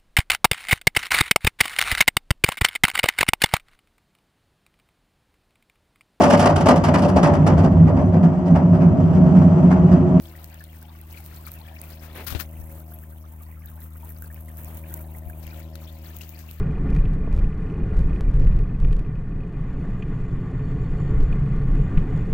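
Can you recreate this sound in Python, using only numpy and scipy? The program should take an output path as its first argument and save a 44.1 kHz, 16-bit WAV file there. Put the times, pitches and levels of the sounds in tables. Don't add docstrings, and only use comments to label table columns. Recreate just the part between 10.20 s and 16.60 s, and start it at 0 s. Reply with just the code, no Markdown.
import sys
import numpy as np
from scipy import signal
from scipy.fft import rfft, irfft, next_fast_len
from scipy.io import wavfile

SR = 44100
rng = np.random.default_rng(int(sys.argv[2]) if len(sys.argv) > 2 else 0)


def transcribe(signal):
    frames = np.atleast_2d(signal).T
    limited = np.clip(frames, -1, 1)
    pcm = np.round(limited * 32767).astype(np.int16)
    wavfile.write(sys.argv[1], SR, pcm)


N = 282240
T = np.arange(N) / SR

# time_s, level_db
CURRENT = [(0.0, -56), (0.48, -57.5), (0.75, -58.5), (1.12, -56), (1.58, -56), (1.85, -59.5), (2.07, -54),
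           (2.96, -58.5), (3.76, -58), (3.92, -55.5), (4.33, -56.5), (4.45, -51.5), (5.35, -57),
           (5.49, -68), (5.81, -55.5), (6.4, -61)]
# start_s, pitch_hz, level_db, pan_db
LOUD_GLUGS = [(0.055, 3270, -41, 2), (0.152, 1850, -43.5, 0), (0.406, 1700, -41, -2), (0.686, 845, -48, -7),
              (0.974, 2410, -38.5, 4), (1.268, 2210, -38, 5), (1.273, 1290, -41, 13.5),
              (1.409, 875, -51, 16), (1.483, 2320, -45.5, 10), (1.564, 2520, -37.5, -2),
              (3.04, 1140, -45, -4), (3.206, 1140, -47.5, -5), (3.473, 3800, -45, 20), (3.829, 904, -43, 5),
              (3.895, 2240, -41, 6), (4.022, 1480, -39, -1), (4.102, 1710, -40.5, 0),
              (4.284, 1930, -41.5, -4), (4.638, 2300, -36, 3), (4.948, 2010, -40, -4),
              (5.098, 1620, -35.5, -1), (5.267, 3050, -39, -3), (5.328, 1480, -40.5, -2),
              (5.555, 3800, -44.5, 9), (6.01, 2660, -33.5, -6), (6.289, 2690, -41, -2.5)]
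# start_s, pitch_hz, level_db, pan_db
HIGH_PINGS = [(2.585, 12750, -44, 2), (2.736, 12750, -38, 3), (2.74, 11300, -41, 3), (2.92, 11350, -44, 2)]
# start_s, level_db, pan_db
LOUD_DROPS = [(0.2434, -27, 0), (0.3434, -31, -1.5), (0.4404, -32, 0), (0.8143, -31, -6),
              (0.9268, -32, -3.5), (1.2665, -28, -2), (1.3176, -25, 1.5), (1.3392, -28, 1),
              (1.6156, -23, -6), (3.459, -30, -1.5), (3.9219, -30, -3), (4.0226, -25, -4.5),
              (4.0783, -30, -3.5), (4.1443, -27, -1.5), (4.4465, -25, -2.5), (4.7407, -16, -4),
              (5.0987, -32, -0.5), (5.2687, -28, -5), (5.9664, -26, -1), (6.0926, -29, 3),
              (6.3121, -26, -1)]
# start_s, level_db, decay_s, pan_db
SLAPS = [(.974, -46.5, 0.039, 2), (1.262, -57, 0.0055, 20), (1.275, -42, 0.011, 10.5),
         (5.266, -51.5, 0.039, 6), (5.555, -36, 0.0035, 1), (6.01, -47, 0.024, 15),
         (6.19, -49.5, 0.033, 10)]
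# frequency_hz, gain_db
WASH_SPECTRUM = [(25, -15), (45, 4), (90, 16.5), (200, 8), (420, 2), (800, -0.5), (1500, -4), (2600, -4.5),
                 (4500, -11), (8000, -13), (11000, -15), (15000, -3.5)]
DROP_SPECTRUM = [(800, -23), (2500, -16), (5000, -13), (8000, -7), (10000, -11.5), (12000, -2.5),
                 (15000, 1.5)]
SLAP_SPECTRUM = [(400, -21), (900, -8), (1400, 2.5), (2800, -12), (5000, -1), (8000, -4), (16000, 0.5)]

# start_s, length_s, level_db
RUB_STROKES = [(1.825, 0.039, -42), (2.073, 0.013, -24), (2.105, 0.019, -31.5), (2.199, 0.012, -24.5),
               (5.232, 0.0052, -42)]
GRIP_STROKES = [(1.83, 0.1, -53.5), (1.962, 0.057, -40)]
# start_s, level_db, decay_s
PORT_KNOCKS = [(2.124, -31, 0.011), (2.149, -24, 0.0059), (2.158, -33.5, 0.024)]
# start_s, pitch_hz, level_db, decay_s
AIR_THUMPS = [(2.119, 78, -16.5, 0.0087), (2.152, 81, -10, 0.0074), (2.391, 56.4, -29, 0.043),
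              (5.062, 54, -22.5, 0.021), (5.239, 45, -35, 0.035)]
# frequency_hz, gain_db
RUB_SPECTRUM = [(150, 12), (500, -2.5), (1300, 10), (3000, 5), (5000, 4.5), (8500, -1.5), (11000, 2.5),
                (13000, 10.5), (16000, 8)]
GRIP_SPECTRUM = [(100, 3), (300, 6), (600, 8), (1000, 1), (2200, 1), (4000, -9.5), (8000, -21),
                 (16000, -10.5)]
KNOCK_SPECTRUM = [(100, -4), (250, 11.5), (450, 2.5), (800, -2.5), (1400, -1), (2300, -6.5), (3800, -3.5),
                  (5000, -12.5), (16000, -26)]
# time_s, cover_fraction, pressure_fraction
SEAL = [(2.14, 0.1, 0), (2.24, 0.97, 0.4), (4.8, 0.78, 0.44), (4.92, 0.91, 0.5), (5.19, 0.78, 1),
        (5.24, 0, 0)]
# frequency_hz, gain_db
OPEN_PORT = [(100, 3), (400, 3), (1000, 2.5), (2500, 3), (4200, 4), (7000, 0), (10000, 0), (12000, -2),
             (15000, -0.5)]
COVERED_PORT = [(100, 4.5), (400, 1.5), (1000, 1), (1600, -2), (2500, -10), (4000, -11), (5500, -1),
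                (8000, -1), (10000, 2.5), (12000, 0.5), (15000, -0.5)]
SHADED_PORT = [(100, 3.5), (400, 4), (1000, 0.5), (1800, 3.5), (2700, 6), (4200, 3), (5500, 1.5),
               (7000, 3.5), (8300, -1), (9800, -8), (12000, 0.5), (15000, 1.5)]
RIGHT_PORT = [(100, 1.8), (400, -1), (1000, -1), (2200, -3.5), (3100, -6.5), (4000, -12), (5300, -24),
              (6500, -13.5), (7800, -10), (9000, 1.5), (12000, 2), (15000, -1.5)]

# time_s, drone_db, rasp_db
ENGINE_LEVELS = [(0.0, -43, -54), (0.5, -44, -63.5), (0.84, -43, -65), (1.91, -41.5, -55),
                 (2.33, -39, -54.5), (2.71, -42, -55), (3.06, -41.5, -63.5), (3.65, -40, -67.5),
                 (4.37, -39, -55.5), (4.54, -38, -52.5), (5.49, -38.5, -53), (6.11, -42, -60.5),
                 (6.24, -41, -61.5), (6.4, -40.5, -78)]
# harmonic_number, level_db
DRONE_HARMONICS = [(1, 0), (2, -9.5), (3, -15.5), (4, -19.5), (5, -30.5), (6, -80)]
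RASP_HARMONICS = [(7, -3.5), (8, -3), (9, -5), (10, -13.5), (11, -16), (12, -13), (13, -13)]
# pitch_hz, level_db
SIDE_TONES = [(45, -17), (56.4, -23.5), (68, -17), (89.8, -22), (112.3, -29)]
# frequency_hz, gain_db
PUFF_SPECTRUM = [(150, -7), (330, 1), (450, -2.5), (620, 4.5), (900, -5.5), (1500, -18.5), (4000, -23)]
GURGLE_SPECTRUM = [(600, 0.5), (1000, -5.5), (1800, 2.5), (3000, 1.5), (5500, 5.5)]


def river():
    current_db, = in_time(CURRENT)
    vigour_db = current_db + 2.34 * drift(rate_hz=8.3)
    swell_db = vigour_db - current_db.mean()
    wash = from_db(-52 + 0.93 * swell_db) * stereo_noise(WASH_SPECTRUM, alike_below_hz=800)
    gurgling = from_db(-57.5 + 0.47 * swell_db) * gurgle()
    fine_drops = from_db(5 + vigour_db) * spray()
    slaps = from_db(3.5 * drift(220)) * bursts(SLAPS, SLAP_SPECTRUM)
    glug_rows = np.vstack([LOUD_GLUGS, stray_glug_rows()])
    near_glugs = from_db(3) * glugs(glug_rows, trail_s=.012, detune_spread=0.168, softer_db=8, count=3)
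    pings = bubbles(HIGH_PINGS, cycles=100, rise=.003, lag_s=.00002)
    return wash + gurgling + fine_drops + slaps + near_glugs + pings + near_drops()


def bubbles(rows, cycles, rise, lag_s):
    out = np.zeros((2, N))
    for (start_s, hz, db, pan_db), (life, glide, lag) in zip(rows, rng.standard_normal((len(rows), 3))):
        decay_s = cycles / hz * np.exp(life / 4)
        t = np.arange(int(6 * decay_s * SR)) / SR
        delay_s = lag_s * np.array([[max(lag, 0)], [max(-lag, 0)]])
        age = np.maximum(t - delay_s, 0) / decay_s
        phase = 2 * np.pi * hz * decay_s * age * (1 + rise * (1 + glide / 2) * age)
        envelope = np.exp(-age) * (1 - np.exp(-8 * age))
        add(out, start_s, from_db(db) * panned(pan_db)[:, None] * envelope * np.sin(phase))
    return out


def glugs(rows, trail_s, detune_spread, softer_db, count):
    fragments = np.repeat(np.array(rows, float), count, axis=0)
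    late, detune, size = rng.standard_normal((len(fragments), 3)).T
    fragments[:, 0] += trail_s * np.abs(late)
    fragments[:, 1] *= np.exp(detune_spread * detune)
    fragments[:, 2] += 2 * size - softer_db
    return bubbles(np.vstack([rows, fragments]), cycles=6.36, rise=0.019, lag_s=0.00024)


def gurgle(low_hz=714.5, high_hz=5590, spread_db=4, pan_db=7, count=750):
    when, pitch, size, side = rng.random((count, 4)).T
    pitch_hz = low_hz * (high_hz / low_hz) ** pitch
    level_db = spread_db * np.minimum(-np.log(size), 3)
    rows = np.transpose([when * N / SR, pitch_hz, level_db, pan_db * (2 * side - 1)])
    crowd = glugs(rows, trail_s=.018, detune_spread=0.1276, softer_db=-2.5, count=4)
    return rms_one(coloured(crowd, GURGLE_SPECTRUM))


def stray_glug_rows(low_hz=1000, high_hz=4800, spread_db=3, pan_db=5, count=28):
    when, pitch, size, side = rng.random((count, 4)).T
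    start_s = (np.arange(count) + when) / count * N / SR
    pitch_hz = low_hz * (high_hz / low_hz) ** pitch
    return np.transpose([start_s, pitch_hz, -53 + spread_db * (2 * size - 1), pan_db * (2 * side - 1)])


def droplets(rows, decay_s, grit):
    start_s, db, pan_db = np.transpose(rows)
    t = T[:128]
    pitch, life, turn = rng.random((3, len(start_s), 1, 1))
    ring = np.sin(2 * np.pi * ((5500 + 10500 * pitch) * t + turn * [[0], [1]]))
    noise = grit * rng.standard_normal((len(start_s), 2, len(t)))
    snaps = (ring + noise) * np.exp(-t / (decay_s * (.5 + life)))
    snaps *= (from_db(db) * panned(pan_db)).T[..., None] / np.abs(snaps).max(axis=-1, keepdims=True)
    samples = (np.abs(start_s * SR).astype(int)[:, None] + np.arange(len(t))).ravel()
    patter = np.array([np.bincount(samples, snaps[:, port].ravel(), N)[:N] for port in (0, 1)])
    return coloured(patter, DROP_SPECTRUM)


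def spray(spread_db=2, flurry_db=5.5, pan_db=4, count=6500):
    when, size, side = rng.random((count, 3)).T
    level_db = spread_db * np.minimum(-np.log(size), 5)
    level_db += flurry_db * np.tanh(drift(45))[(when * N).astype(int)]
    rows = np.transpose([when * N / SR, level_db, pan_db * (2 * side - 1)])
    return rms_one(droplets(rows, decay_s=.00023, grit=0.6))


def near_drops(spread_db=4, pan_db=0, count=12):
    when, size, side = rng.random((count, 3)).T
    faint = np.transpose([when * N / SR, -34.5 + spread_db * (2 * size - 1), pan_db * (2 * side - 1)])
    return from_db(10) * droplets(np.vstack([LOUD_DROPS, faint]), decay_s=.00048, grit=1.5)


def finger():
    slips = rng.standard_normal(N) * from_db(2.4 * drift(470))
    out = strokes(RUB_STROKES, attack_s=0.0099, release_s=0.011) * rms_one(coloured(slips, RUB_SPECTRUM))
    out += bursts([(*knock, 0) for knock in PORT_KNOCKS], KNOCK_SPECTRUM)[0]
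    t = T[:SR // 4]
    for start_s, hz, db, decay_s in AIR_THUMPS:
        add(out, start_s, from_db(db) * np.exp(-t / decay_s) * np.sin(2 * np.pi * hz * t))
    return out


def left_port(sound):
    cover, pressure = np.clip(in_time(SEAL), 0, 1)
    uncovered = np.where(T < SEAL[2][0], coloured(sound, OPEN_PORT), coloured(sound, SHADED_PORT))
    covered = coloured(sound, COVERED_PORT)
    notch_band = signal.sosfilt(signal.butter(1, [3700, 6600], "band", fs=SR, output="sos"), covered)
    return (1 - cover) * uncovered + cover * (covered - pressure * notch_band)


def grip():
    envelope = strokes(GRIP_STROKES, attack_s=0.021, release_s=0.018) * from_db(drift(100))
    return envelope * stereo_noise(GRIP_SPECTRUM, alike_below_hz=2500)


def engine(pulse_hz=79.02, waver_hz=0.208, whine_hz=336.6, fade_db=1.02, rough_db=3.5):
    drone_db, rasp_db = in_time(ENGINE_LEVELS)
    phase = 2 * np.pi * np.cumsum(pulse_hz + waver_hz * drift(5.23)) / SR
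    swell_db = rasp_db - drone_db - np.mean(rasp_db - drone_db)
    drone = sum(from_db(db + np.log(k) * (0.26 * swell_db + fade_db * drift(2.3))) * -np.cos(k * phase)
                for k, db in DRONE_HARMONICS)
    side_tones = sum(from_db(db + 2.5 * drift(1.0)) * np.sin(2 * np.pi * hz * T + .5 * drift(1.2))
                     for hz, db in SIDE_TONES)
    overtones = sum(from_db(db + rough_db * drift(8.2)) * -np.cos(k * phase + .5 * drift(6.2))
                    for k, db in RASP_HARMONICS)
    whine = from_db(-5 + rough_db * drift(1.3)) * np.sin(2 * np.pi * whine_hz * T + .5 * drift(1.8))
    puffs = stereo_noise(PUFF_SPECTRUM, alike_below_hz=1100) * rms_one(np.exp(0.36 * np.cos(phase)))
    rasp = np.sqrt(2) * (overtones + whine) + from_db(1.5) * puffs
    return np.sqrt(2) * from_db(drone_db - 2.5) * (drone + side_tones) + from_db(rasp_db - 5) * rasp


def bursts(rows, spectrum):
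    envelope = np.zeros((2, N))
    t = T[:SR // 5]
    for start_s, db, decay_s, pan_db in rows:
        add(envelope, start_s, from_db(db) * panned(pan_db)[:, None] * np.exp(-t / decay_s))
    return envelope * stereo_noise(spectrum, alike_below_hz=470)


def strokes(rows, attack_s, release_s):
    return sum(from_db(db) * np.clip(1 + (T - start_s) / attack_s, 0, 1)
               * np.exp(-np.maximum(T - start_s - length_s, 0) / release_s)
               for start_s, length_s, db in rows)


def stereo_noise(spectrum, alike_below_hz):
    mid, side = rng.standard_normal((2, N))
    apart = signal.sosfilt(signal.butter(1, alike_below_hz, "high", fs=SR, output="sos"), side)
    return rms_one(coloured(np.array([mid + apart, mid - apart]), spectrum))


def coloured(x, spectrum):
    size = 2 * next_fast_len(N // 2 + 4096)
    hz, db = np.transpose(spectrum)
    grid_hz = np.fft.rfftfreq(size, 1 / SR) + 1
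    gain = from_db(np.interp(np.log(grid_hz), np.log(hz), db))
    cepstrum = irfft(np.log(gain))[:size // 2]
    cepstrum[1:] *= 2
    return irfft(rfft(x, size) * np.exp(rfft(cepstrum, size)))[..., :N]


def drift(rate_hz):
    pole = np.exp(-80 * np.pi * rate_hz / SR)
    slow = signal.lfilter([1], [1, -2 * pole, pole * pole], rng.standard_normal(N // 40 + 2002))[2000:]
    return np.interp(np.arange(N) / 40, np.arange(len(slow)), rms_one(slow))


def in_time(rows):
    time_s, *columns = np.transpose(rows)
    return [np.interp(T, time_s, column) for column in columns]


def add(out, start_s, sound):
    start = int(np.clip(start_s * SR, 0, N - 1))
    out[..., start:start + sound.shape[-1]] += sound[..., :N - start]


def panned(pan_db):
    return from_db(np.array([pan_db, -pan_db]) / 2)


def from_db(db):
    return 10 ** (np.asarray(db) / 20)


def rms_one(x):
    return x / np.sqrt(np.mean(x ** 2) + 1e-20)


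def scene():
    left, right = river() + engine() + grip()
    return np.array([left_port(left) + finger(), coloured(right, RIGHT_PORT)])


def record(dry):
    high_passed = signal.sosfilt(signal.butter(2, 36, "high", fs=SR, output="sos"), dry)
    return signal.sosfilt(signal.ellip(12, .1, 80, 15900, fs=SR, output="sos"), high_passed)


dry = scene()
out = record(dry)
transcribe(out)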